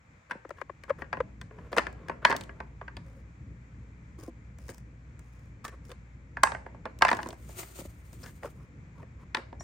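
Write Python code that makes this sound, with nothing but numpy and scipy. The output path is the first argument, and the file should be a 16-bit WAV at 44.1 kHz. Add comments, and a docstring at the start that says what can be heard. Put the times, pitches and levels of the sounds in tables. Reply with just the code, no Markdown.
"""Toy bottles tumbling from a cupboard

Small plastic bottles are nudged, tipped out of a toy kitchen cupboard, dropped on a wooden floor
and pushed back in. Each contact rings the thin panels briefly and a small room answers; bottles
thud, slide and give one last squeak. Fingers bump and brush a hand-held camera, over a low hum,
a rumble and a faint hiss."""
import sys
import numpy as np
from scipy import signal
from scipy.fft import rfft, irfft, next_fast_len
from scipy.io import wavfile
from scipy.ndimage import map_coordinates

SR = 44100
rng = np.random.default_rng(int(sys.argv[2]) if len(sys.argv) > 2 else 0)


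def inscribe(sig):
    """Save sig as 16-bit PCM at rate SR to the path in sys.argv[1].

    A 1-D sig is mono; a 2-D sig holds one channel per row.
    Samples are clipped to [-1, 1] before scaling.
    """
    pcm = np.round(np.clip(np.atleast_2d(sig).T, -1, 1) * 32767)
    wavfile.write(sys.argv[1], SR, pcm.astype(np.int16))


N = 424683

# plastic hits: (time [s], bottle pitch [Hz], level [dB], knock [dB], click [dB], edge [dB]);
# the last three are relative to the level
HITS = [(0.3095, 1630, -30.5, -20.5, -17, -27.5), (0.3156, 1600, -35.5, -8, -11.5, -25),
        (0.4918, 1930, -56, 5, -7, -7), (0.5836, 1090, -54, -11, -27.5, -34),
        (0.836, 1800, -48, -7, -7.5, -13.5), (0.8956, 1400, -36.5, -15, -23, -28),
        (1.0197, 1790, -35.5, -4.5, -18.5, -43), (1.1282, 1340, -28.5, -10, -15.5, -32.5),
        (1.134, 1010, -34.5, -4, -22, -34.5), (1.17, 920, -37.5, -1.5, -27, -37),
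        (1.4133, 1800, -44.5, -9, -3.5, -11.5), (1.509, 960, -52.0, 1.5, -27.5, -37.5),
        (1.5854, 970, -48, -9, -24, -39), (1.7283, 960, -34.5, -0.5, -10.5, -25),
        (1.7657, 940, -26.5, -8.5, -25, -21.5), (1.7743, 1070, -33, -7, -2.5, -13.5),
        (1.782, 1420, -19.5, -11, -7, -20), (1.7925, 1650, -30.5, -16, -10, -24.5),
        (1.8673, 1610, -32.5, -7.5, -13, -26), (1.927, 1090, -59.5, 3, -10, -6),
        (2.0838, 1690, -41.5, -3.0, -10, -15.5), (2.096, 970, -28.5, -3, -20.5, -34.5),
        (2.2496, 1750, -12, -15.5, -7.5, -23.5), (2.284, 1310, -36, -6, -22.5, -32),
        (2.2975, 945, -26.5, -2, -17, -20.5), (2.305, 940, -31, -9, -11.5, -14.5),
        (2.3133, 1600, -24.5, -18.5, -11.5, -33), (2.3251, 900, -24, -7, -15.5, -28),
        (2.3479, 755, -35.5, 0, -27.0, -38.0), (2.3643, 1080, -50, 0.5, 10, 8.5),
        (2.4093, 870, -48.5, -2, 3.5, -1.5), (2.436, 955, -61, -9, 8, 4.5),
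        (2.493, 1600, -42, -4, -22, -49), (2.6022, 990, -35.5, -6, -16.5, -33),
        (2.813, 950, -39, -4.5, -35, -40), (2.8799, 1590, -38.5, -16, -17.5, -49),
        (2.9678, 1020, -45.5, -2.5, 0.5, -15), (4.5851, 1420, -59, -1, -8, -2),
        (4.6817, 975, -56.5, -8.5, -8, 0.5), (4.6905, 1750, -45.5, -5, -10.5, -12),
        (4.718, 1400, -60, -3.5, -9, -3), (4.7445, 840, -61, -10, -7, 3.5),
        (4.7804, 1630, -61, -3, -8, 2.5), (5.1923, 1434, -60, -12.5, -8.5, -0.5),
        (5.6495, 1760, -40, -8.5, -7, -8), (5.68, 1830, -48.5, -2.5, -4, -4),
        (5.902, 1404, -55, -10, -4, -17), (5.9158, 1216, -50, -8.5, -0.5, -6.5),
        (6.3694, 1660, -31.5, -17, -22, -35.5), (6.4337, 1163, -12.5, -18, -12.5, -12),
        (6.4705, 1040, -28.5, -25, -16, -30.5), (6.518, 940, -31.5, -7, -13, -32.5),
        (6.5481, 1896, -33.5, -5.5, -22, -31), (6.6632, 940, -42, -0.5, -31, -34.5),
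        (6.746, 1066, -51, 1, -26.5, -33), (6.8543, 905, -34, -4.5, -13.5, -28.5),
        (6.8622, 930, -41.5, 1.5, -28, -41.5), (6.9881, 1140, -64.5, 2, 5.5, 8.5),
        (7.0107, 980, -33, -8.5, -21.5, -31), (7.021, 950, -12.5, -16.5, -10.5, -22.5),
        (7.0494, 996, -16.5, -17, -14.5, -24.5), (7.069, 1770, -31, -15.5, -11.5, -25.5),
        (7.082, 1810, -27, -15, -9, -19), (7.088, 1830, -21, -20, -10, -26), (7.102, 1810, -44, -4, -3, -3),
        (7.114, 910, -19, -11, -16, -26), (7.129, 875, -23.5, -6, -14, -22.5),
        (7.148, 1080, -45, -2, -6, -7), (7.1684, 1070, -45.5, -14, -4.5, -5),
        (7.1892, 926, -30.5, -19, -25, -42), (7.2012, 1800, -43, -14, -13, -32),
        (7.2295, 1000, -39.5, -17, -5.5, -11.5), (7.2596, 880, -38, -13.5, -24, -21),
        (7.271, 1100, -50, -15, -6, -8), (7.2875, 760, -47.5, 5, -11, 1.5), (7.305, 780, -54.5, 4, 6, -4),
        (7.3277, 773, -45.5, -3, -15, -12), (7.4913, 1230, -56, 7.5, -24, -1),
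        (7.631, 2080, -46.5, 0, -8, -7.5), (8.13, 1400, -61.5, 6, -5.5, 3.5),
        (8.239, 1410, -52, -16, -7, -8), (8.2607, 1800, -48.5, -6, -7.5, -8),
        (8.432, 1046, -42.5, 0.5, -14, -20), (9.029, 886, -52.5, 3.5, -22, -25),
        (9.3469, 1550, -25.5, -12.5, -3, -19), (9.3689, 1050, -33, -9, -7, -26),
        (9.5275, 983, -47, 4.5, -16, -36), (9.6064, 1000, -46.5, 1.5, -13, -14)]
# modes of the cupboard and bottles: (frequency [Hz], level [dB], t60 before damping [s])
PANEL_MODES = [(229.5, -15.5, 0.2), (401, -11.5, 0.12), (550, -9, 0.1), (673, -3, 0.044), (805, -14.5, .04),
               (949, -1, 0.094), (1034, -4.5, 0.12), (1125, -4.5, 0.083), (1246, -10.5, 0.031),
               (1443, -4, 0.053), (1683, -2, 0.09), (1844, -7.5, 0.063), (2044, -10, 0.1),
               (2520, -3.5, 0.021), (3050, -2, 0.029), (3560, -0.5, 0.024), (4370, -11, 0.015),
               (4960, -8, .014), (6340, -5, 0.007), (8470, -9.5, 0.032)]
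# bottles left free to sing on: (time [s], frequency [Hz], level [dB], t60 [s])
FREE_RINGS = [(0.31, 1640, -49, 0.19), (.583, 1090, -53.5, 0.23), (5.646, 1152, -43.5, 0.17),
              (5.651, 1790, -44, 0.18)]
# whole bottles settling: (time [s], level [dB])
LANDINGS = [(2.3, -38), (2.344, -35), (4.28, -33.5), (4.693, -38), (7.141, -34.5), (7.2, -47), (7.261, -33),
            (7.329, -59), (9.376, -39)]
# a bottle's hollow body: (frequency [Hz], level [dB], t60 [s])
HOLLOW_MODES = [(245, -3.5, 0.1), (353.6, 3, 0.063), (524, -2, 0.051), (691, -7, 0.049),
                (1020, -12.5, 0.048)]
# where the action sits in the stereo image: (time [s], left minus right [dB])
PAN_PATH = [(.31, -1), (.62, 8), (1.2, 0.5), (1.8, 0), (2.27, -1.5), (2.9, -1), (5.6, -1.5), (6.43, -3),
            (7.05, -2), (9.4, -1)]
# skin and plastic sliding: (time [s], length [s], firmest point [share of length], rub [dB],
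# scrape [dB], resonance [Hz], resonance level [dB])
STROKES = [(0.296, 0.021, 0.94, -47.5, -74, 1564, -50), (0.563, 0.062, .5, -63, -91, 1670, -61),
           (0.88, 0.026, 0.63, -46, -76, 1070, -56), (0.981, 0.051, 0.31, -50, -68, 1750, -61),
           (1.503, 0.21, 0.63, -59, -99, 438, -59), (1.717, 0.041, 0.27, -47, -62.5, 532, -43),
           (1.771, 0.024, 0.27, -26.5, -42, 1770, -47), (1.94, 0.19, 0.34, -58, -96, 510, -69),
           (2.217, 0.033, 0.69, -46, -81, 1350, -61), (2.45, 0.27, .5, -65.5, -96, 900, -70),
           (3.036, 0.19, 0.25, -70, -75, 526, -63.5), (4.179, 0.074, 0.33, -57.5, -60.5, 317, -50.5),
           (4.225, 0.076, 0.57, -61, -66, 513, -58.5), (4.583, 0.23, .5, -77.5, -66.5, 522, -69),
           (4.69, 0.028, .2, -61, -54.5, 500, -49), (5.197, 0.33, 0.47, -87, -77, 6600, -85),
           (5.641, 0.032, 0.26, -54, -52, 1190, -44), (5.676, 0.027, 0.18, -54, -62, 1750, -52),
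           (5.713, 0.044, 0.45, -54, -75, 1170, -65), (5.84, .06, 0.39, -69.5, -67, 477, -71),
           (5.892, 0.043, .3, -53.5, -67, 510, -47.5), (7.099, 0.26, 0.42, -66, -64, 343, -50.5),
           (8.229, 0.02, .3, -58, -60, 5040, -53), (8.23, 0.082, .4, -58, -62.5, 1670, -56),
           (8.426, 0.069, 0.27, -45.5, -62, 470, -49), (8.52, 0.15, 0.77, -66, -76, 1056, -72),
           (8.954, .09, .5, -61.5, -77.5, 950, -63), (9.188, 0.057, .5, -66.5, -86, 1065, -64),
           (9.37, 0.037, .2, -47.5, -68, 456, -56)]
# colour of the scrape, with the recorder's dip near 11 kHz: (frequency [Hz], relative level [dB])
SCRAPE_SPECTRUM = [(1500, -6), (3000, -1.5), (4200, -4), (5200, 5.5), (5900, -2.5), (6600, 4.5),
                   (7600, -2.5), (9200, 2.5), (10200, -5), (11300, -22), (13500, -4), (16000, -5)]
# dull colour of a rub: (frequency [Hz], relative level [dB])
RUB_SPECTRUM = [(100, -31.5), (250, -0.5), (480, 10), (800, -5.5), (1100, 4.5), (1900, -7.5), (3500, -21),
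                (8000, -47)]
# whistles of a bottle wedged against the shelf: (frequency [Hz], level [dB])
SQUEAK_TONES = [(5200, -74), (5720, -53), (7150, -64), (7950, -72), (9620, -75)]
# fingers on the camera: (time [s], weight [dB], overtones [dB], snap [dB], blip start [Hz]);
# a quicker touch blips higher
FINGER_BUMPS = [(0.353, -51, -66, -81, 1170), (0.4488, -48, -49.5, -75, 2110),
                (0.505, -43, -43, -61.5, 2410), (0.6129, -46.5, -36, -58.5, 2570),
                (0.695, -47, -41, -78, 2420), (0.902, -23.5, -31, -58, 2350),
                (1.202, -24.5, -31, -59.5, 2360), (7.788, -50.5, -69, -67, 1430),
                (7.8145, -52.5, -68, -82, 1220), (7.852, -50, -72, -77, 1185),
                (8.444, -37.5, -48.5, -66, 2066)]
# the camera's shell: (frequency [Hz], level [dB], t60 [s])
SHELL_MODES = [(544, -6, 0.022), (1046, -3.5, 0.017), (1250, 11.5, 0.0091), (1655, -8, 0.016),
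               (2190, 5.5, 0.0054), (2780, -12, 0.0086)]
# the hand passing the microphones: (time of closest touch [s], level [dB])
HAND_PASSES = [(7.424, -65), (7.59, -44), (7.796, -49.5), (8.128, -62), (8.264, -58.5), (8.465, -65.5)]
# colour of the brushing, with the recorder's dip near 11 kHz: (frequency [Hz], relative level [dB])
BRUSH_SPECTRUM = [(160, -56), (280, -32), (310, -13), (337, 3.5), (498, -17), (675, -6), (747, -15),
                  (1400, -9.5), (1570, -22), (2100, -12.5), (3550, -17), (4730, -16), (5240, -20),
                  (6860, -12.5), (7860, -15), (8550, -11), (9960, -16), (11000, -47), (11800, -35),
                  (13500, -12), (16000, -21)]
# decay of the small room: (frequency [Hz], t60 [s])
ROOM_DECAY = [(200, 0.99), (1000, 0.32), (4000, 0.35), (8000, 0.3), (15000, 0.11)]
# level ride of the appliance hum: (time [s], level [dB])
HUM_RIDE = [(0, -71), (1.04, -61), (1.3, -51.5), (4.1, -50.5), (7.9, -52.5), (8.4, -58), (9.63, -51)]
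# colour of the low rumble: (frequency [Hz], relative level [dB])
RUMBLE_SPECTRUM = [(12, -71), (20, -42.5), (27, -26.5), (40, -16.5), (64, -4), (151, -8.5), (251, -18),
                   (287, -18), (369, -28), (512, -29), (700, -50.5), (910, -77), (1540, -120)]
# colour of the hiss: (frequency [Hz], relative level [dB])
HISS_SPECTRUM = [(250, -18.5), (500, 4.5), (750, 1.5), (1050, 3), (1500, 1), (2350, 2.5), (2800, -9.5),
                 (5000, -16), (7300, -11.5), (8300, -22.5), (11000, -40.5), (15000, -33)]
# two close microphone ports: (frequency [Hz], side gain [dB], left minus right [dB])
MIC_PORTS = [(99.4, -7.5, .5), (400, -0.5, 2), (1000, 0.5, -1), (2000, 2.5, 4.5), (3880, -3.5, 4),
             (9000, 1.5, 2.5)]


def bottle_hits(level_db=-1, room_db=-15, wash_db=8, wash_t60=0.04, edge_t60=0.045,
                lead_in_s=0.0028, lead_in_db=-22, chatter_s=0.011, chatter_db=-19):
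    """Weight gives a hit its knock and ring, a hard corner its click and short sharp edge."""
    times, pitch_hz, ring_db, knock_db, click_db, edge_db = np.transpose(HITS)[:, :, None]
    strikes = struck_plastic(pitch_hz)
    t = np.arange(strikes.shape[-1]) / SR

    def body(x, click_trim_db):
        """Knock, ring and click of each hit."""
        knock = amp(knock_db + 1) * band(x, 170, 680, order=3)
        click = amp(click_db + click_trim_db) * band(x, 2300, 4800, order=4)
        return amp(ring_db) * (knock + band(x, 660, 2200, order=3) + click)

    attack = strikes * amp(-60 * t / edge_t60)
    # brighter ticks get more of the highest band
    air = amp(-7.5 + 0.28 * edge_db) * band(attack, 13200, 17000, order=3)
    edge = amp(ring_db + edge_db - 1) * (band(attack, 5200, 9200, order=4) + air)
    # sound leaves in all directions, so the walls get a blur of many modes
    blur = struck_plastic(pitch_hz * 2 ** rng.normal(-0.13, 0.13, pitch_hz.shape))
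    blur += amp(wash_db - 60 * t / wash_t60) * rng.standard_normal(strikes.shape[1:])
    dull = amp(ring_db) * band(blur, 660, 2200, order=3)
    direct = body(strikes, click_trim_db=-1) + edge
    send = body(blur, click_trim_db=-4) + amp(2) * edge
    tails = [amp(room_db) * room_tail() for _ in range(24)]  # the walls answer each spot differently
    track = np.zeros((2, N))
    for k, start in enumerate(times[:, 0]):
        # a faint, dull lead-in softens the onset; the bottle lands and touches once more
        add(track, start - lead_in_s, amp(lead_in_db) * dull[:, k])
        add(track, start, direct[:, k])
        add(track, start + chatter_s * rng.uniform(.7, 2.2), amp(chatter_db) * dull[:, k])
        add(track, start, signal.fftconvolve(send[:, k], tails[k % len(tails)], axes=1))
    return amp(level_db) * track


def struck_plastic(pitch_hz, own_db=2, own_t60=0.028, scatter_db=1.5, detune=0.045, swell_cycles=0.7,
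                   crack_db=4, crack_t60=0.03, rattle_db=-7, rattle_t60=0.035,
                   rise_s=0.00015, damp_s=0.007, damp_db=-8):
    """Each contact rings the bottle and the panels at new strengths, over a noisy crack and rattle."""
    t = np.arange(SR // 18) / SR
    ring = np.zeros((2, len(pitch_hz), len(t)))

    def envelope(hz, t60):
        """A mode needs about a cycle to build up, so the highs come first."""
        return amp(-60 * t / t60) * (1 - np.exp(-hz * t / swell_cycles))

    ring += amp(own_db) * envelope(pitch_hz, own_t60) * np.sin(2 * np.pi * pitch_hz * t)
    for hz, db, t60 in PANEL_MODES:
        size, phase, shift, lag = rng.standard_normal((len(pitch_hz), 4)).T[:, :, None]
        # smaller bottles favour the higher modes
        tilt_db = 5 * np.log2(pitch_hz / 1300) * np.clip(2 * np.log2(hz / 1350), -1, 1)
        # the modes start nearly together, then reach the two ports out of step
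        turns = hz * (1 + detune * shift) * t + 0.16 * phase + 0.06 * np.array([lag, -lag])
        ring += amp(db + tilt_db + scatter_db * size) * envelope(hz, t60) * np.sin(2 * np.pi * turns)
    burst_decay = amp(crack_db - 60 * t / crack_t60) + amp(rattle_db - 60 * t / rattle_t60)
    burst = burst_decay * stereo(rng.standard_normal(ring.shape), width=0.65)
    # once the bottle lies against the panel, the ring drops
    damping = amp(damp_db * (1.5 - np.exp(-(t / damp_s) ** 4)))
    return (ring + burst) * (1 - np.exp(-t / rise_s)) * damping


def after_rings():
    """One thin mode outlasts the tap when no finger damps the bottle."""
    t = np.arange(SR // 3) / SR
    track = np.zeros((2, N))
    for start, hz, db, t60 in FREE_RINGS:
        add(track, start, amp(db - 60 * t / t60) * np.sin(2 * np.pi * hz * t))
    return track


def bottle_thuds(rise_s=0.0028, detune=0.032):
    """A broad, soft landing wakes only the low, hollow modes."""
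    t = np.arange(SR // 8) / SR
    track = np.zeros((2, N))
    for start, weight_db in LANDINGS:
        ring = np.zeros_like(t)
        for hz, db, t60 in HOLLOW_MODES:
            shift, phase = rng.standard_normal(2)
            ring += amp(db - 60 * t / t60) * np.sin(2 * np.pi * (hz * (1 + detune * shift) * t + phase))
        add(track, start, amp(weight_db) * ring * (1 - np.exp(-t / rise_s)))
    return track


def slides(grain_db=2.5, crackle_db=4, resonance_q=12):
    """Short strokes catch and slip: a crackling scrape, a dull rub and the rubbed part's resonance."""
    scrape, rub, resonance = np.zeros((3, 2, N))
    for start, length, firmest, rub_db, scrape_db, hz, ring_db in STROKES:
        travel = np.interp(np.linspace(0, 1, round(length * SR)), [0, firmest, 1], [-1, 0, 1])
        pressure = np.sqrt(np.abs(1 - travel ** 2))
        ring = signal.lfilter(*signal.iirpeak(hz, resonance_q, fs=SR), rng.standard_normal((2, SR // 2)))
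        ring = unit_rms(stereo(ring, width=0.23)[:, -pressure.size:])
        add(scrape, start, amp(scrape_db) * pressure)
        add(rub, start, amp(rub_db) * pressure)
        add(resonance, start, amp(ring_db) * ring * pressure)
    crackle = unit_rms(amp(crackle_db * wobble(700)) * noise(SCRAPE_SPECTRUM, width=0.93))
    grain = amp(grain_db * wobble(170))
    return grain * (scrape * crackle + rub * noise(RUB_SPECTRUM, width=0.21) + resonance)


def squeak(start_s=9.597, swell_s=0.0028, waver=0.018, flutter_db=5):
    """Plastic sticks and slips on plastic: a few thin, unsteady whistles."""
    grip = np.clip((np.arange(N) / SR - start_s) / swell_s, 0, 1)
    wavering_time = np.cumsum(1 + waver * wobble(400)) / SR
    whistles = sum(amp(db + flutter_db * wobble(110)) * np.sin(2 * np.pi * hz * wavering_time)
                   for hz, db in SQUEAK_TONES)
    return np.sqrt(2) * grip * whistles


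def finger_bumps(swell_s=0.0064, detune=0.029, puff_db=3, puff_t60=0.018,
                 snap_rise_s=0.00077, snap_t60=0.024,
                 blip_db=-40.5, blip_peak_s=0.0041, fall_s=0.002423, end_ratio=0.1395):
    """A soft fingertip loads the camera's shell slowly: a dry, hollow pop that swells and is gone."""
    t = np.arange(SR // 16) / SR
    load = np.ones((2, 1)) * (1 - np.exp(-(t / swell_s) ** 2))
    snap_envelope = amp(-60 * t / snap_t60) * (1 - np.exp(-t / snap_rise_s))
    # bending waves arrive highs first, so the push is heard as a quick falling blip
    sweep = np.cumsum(end_ratio + (1 - end_ratio) * np.exp(-t / fall_s)) / SR
    blip_envelope = t / blip_peak_s * np.exp(1 - t / blip_peak_s)
    track = np.zeros((2, N))
    for start, weight_db, overtone_db, snap_db, blip_hz in FINGER_BUMPS:
        ring = np.zeros_like(t)
        for hz, db, t60 in SHELL_MODES:
            size, phase, shift = rng.standard_normal(3)
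            turns = hz * (1 + detune * shift) * t + phase
            ring += amp(db + 2 * size - 60 * t / t60) * np.sin(2 * np.pi * turns)
        puff = amp(puff_db - 60 * t / puff_t60) * rng.standard_normal(len(t))
        pop = amp(weight_db) * band(ring * load, 225, 670, order=3)
        overtones = amp(overtone_db) * band((ring + puff) * load, 850, 2160, order=3)
        burst = stereo(rng.standard_normal(load.shape), width=1) * snap_envelope
        snap = amp(snap_db) * band(burst, 1200, 6200, order=2)
        blip = amp(blip_db) * np.sin(2 * np.pi * blip_hz * sweep) * blip_envelope
        add(track, start, pop + overtones + snap + blip)
    return track


def hand_brush(level_db=1.5, grain_db=3, crackle_db=1, rise_db_per_s=184, fall_db_per_s=133):
    """Skin slides over the camera: each grainy pass swells and fades."""
    t = np.arange(N) / SR
    touch = sum(amp(db - np.maximum(rise_db_per_s * (peak - t), fall_db_per_s * (t - peak)))
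                for peak, db in HAND_PASSES)
    texture = amp(level_db + grain_db * wobble(50) + crackle_db * wobble(450))
    return touch * texture * noise(BRUSH_SPECTRUM, width=0.81)


def room_tail(build_s=0.005):
    """One answer of the walls; each frequency dies at its own speed."""
    hz, t, spectrum = signal.stft(rng.standard_normal((2, SR // 3)), SR, nperseg=256)
    envelope = amp(-60 * t / along(ROOM_DECAY, hz)[:, None]) * (1 - np.exp(-t / build_s))
    tail = stereo(signal.istft(spectrum * envelope, SR, nperseg=256)[1], width=0.94)
    return tail / np.linalg.norm(tail[0])


def room_tone(hum_hz=58.8, hum_trim_db=-1, rumble_db=-50.5, hiss_db=-65,
              drift_db=2.2, flicker_db=0.6, fade_s=1.21, fade_db=-13):
    """An appliance hums over an even hiss and a low rumble that swells in at first."""
    t = np.arange(N) / SR
    phase = 2 * np.pi * hum_hz * t + 0.2 * wobble(7.4)
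    hum_gain = np.sqrt(2) * amp(ride(HUM_RIDE) + hum_trim_db + flicker_db * wobble(11))
    hum = hum_gain * (np.sin(phase) + amp(-6.5) * np.sin(2 * phase))
    fade_in = amp(fade_db * np.clip(1 - t / fade_s, 0, 1))
    rumble = fade_in * amp(rumble_db + drift_db * wobble(11)) * noise(RUMBLE_SPECTRUM, width=0.24)
    hiss = amp(hiss_db + flicker_db * wobble(11)) * noise(HISS_SPECTRUM, width=0.96)
    return hum + rumble + hiss


def amp(db):
    """Decibels to gain."""
    return 10 ** (np.asarray(db) / 20)


def unit_rms(x):
    """Scale to rms 1."""
    return x / np.sqrt(np.mean(x ** 2) + 1e-20)


def along(points, hz):
    """Read (frequency, value) points on a log axis."""
    freqs, values = np.transpose(points)
    return np.interp(np.log(hz + 1), np.log(freqs + 1), values)


def ride(points):
    """A fader ride through (time, value) points."""
    return np.interp(np.arange(N) / SR, *np.transpose(points))


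def wobble(rate):
    """A smooth random curve, rate knots a second."""
    return map_coordinates(rng.standard_normal(int(N * rate / SR) + 4), [np.arange(N) * rate / SR])


def filtered(x, response):
    """Equalise with a gain given as a function of frequency."""
    size = next_fast_len(N + 8192)
    return irfft(rfft(x, size) * response(np.fft.rfftfreq(size, 1 / SR)), size)[..., :N]


def stereo(pair, width):
    """Left and right from mid and side."""
    return np.array([pair[0] + width * pair[1], pair[0] - width * pair[1]])


def balance(db):
    """Left and right gains, db apart."""
    return amp(np.outer([.5, -.5], db))


def noise(spectrum, width):
    """Coloured stereo noise of rms 1."""
    coloured = filtered(rng.standard_normal((2, N)), lambda hz: amp(along(spectrum, hz)))
    return unit_rms(stereo(coloured, width))


def band(x, lo_hz, hi_hz, order):
    """One band of each hit, at rms 1 over its first 10 ms."""
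    y = signal.sosfilt(signal.butter(order, [lo_hz, hi_hz], "band", fs=SR, output="sos"), x)
    return y / np.sqrt(np.mean(y[..., :SR // 100] ** 2, axis=(0, -1), keepdims=True))


def add(track, start_s, sound):
    """Mix a mono or stereo sound into a stereo track."""
    part = track[:, max(round(start_s * SR), 0):][:, :sound.shape[-1]]
    part += sound[..., :part.shape[-1]]


def scene():
    """Panned impacts up front, then friction and handling, over the quiet room."""
    impacts = bottle_hits() + after_rings() + bottle_thuds() + finger_bumps()
    return impacts * balance(ride(PAN_PATH)) + slides() + squeak() + hand_brush() + room_tone()


def record(dry, ceiling=0.95, top_hz=16400, rolloff_hz=700):
    """Close ports narrow the bass; the camera rounds off the highest peaks and cuts the very top."""
    ports = np.array(MIC_PORTS)
    side_curve, balance_curve = ports[:, [0, 1]], ports[:, [0, 2]]
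    side = filtered((dry[0] - dry[1]) / 2, lambda hz: amp(along(side_curve, hz)))
    pair = stereo([dry.mean(axis=0), side], width=0.98)
    pair = filtered(pair, lambda hz: balance(along(balance_curve, hz)))
    rounded = pair / (1 + np.abs(pair / ceiling) ** 6) ** (1 / 6)
    return filtered(rounded, lambda hz: np.clip((top_hz - hz) / rolloff_hz, 0, 1))


dry = scene()
out = record(dry)
inscribe(out)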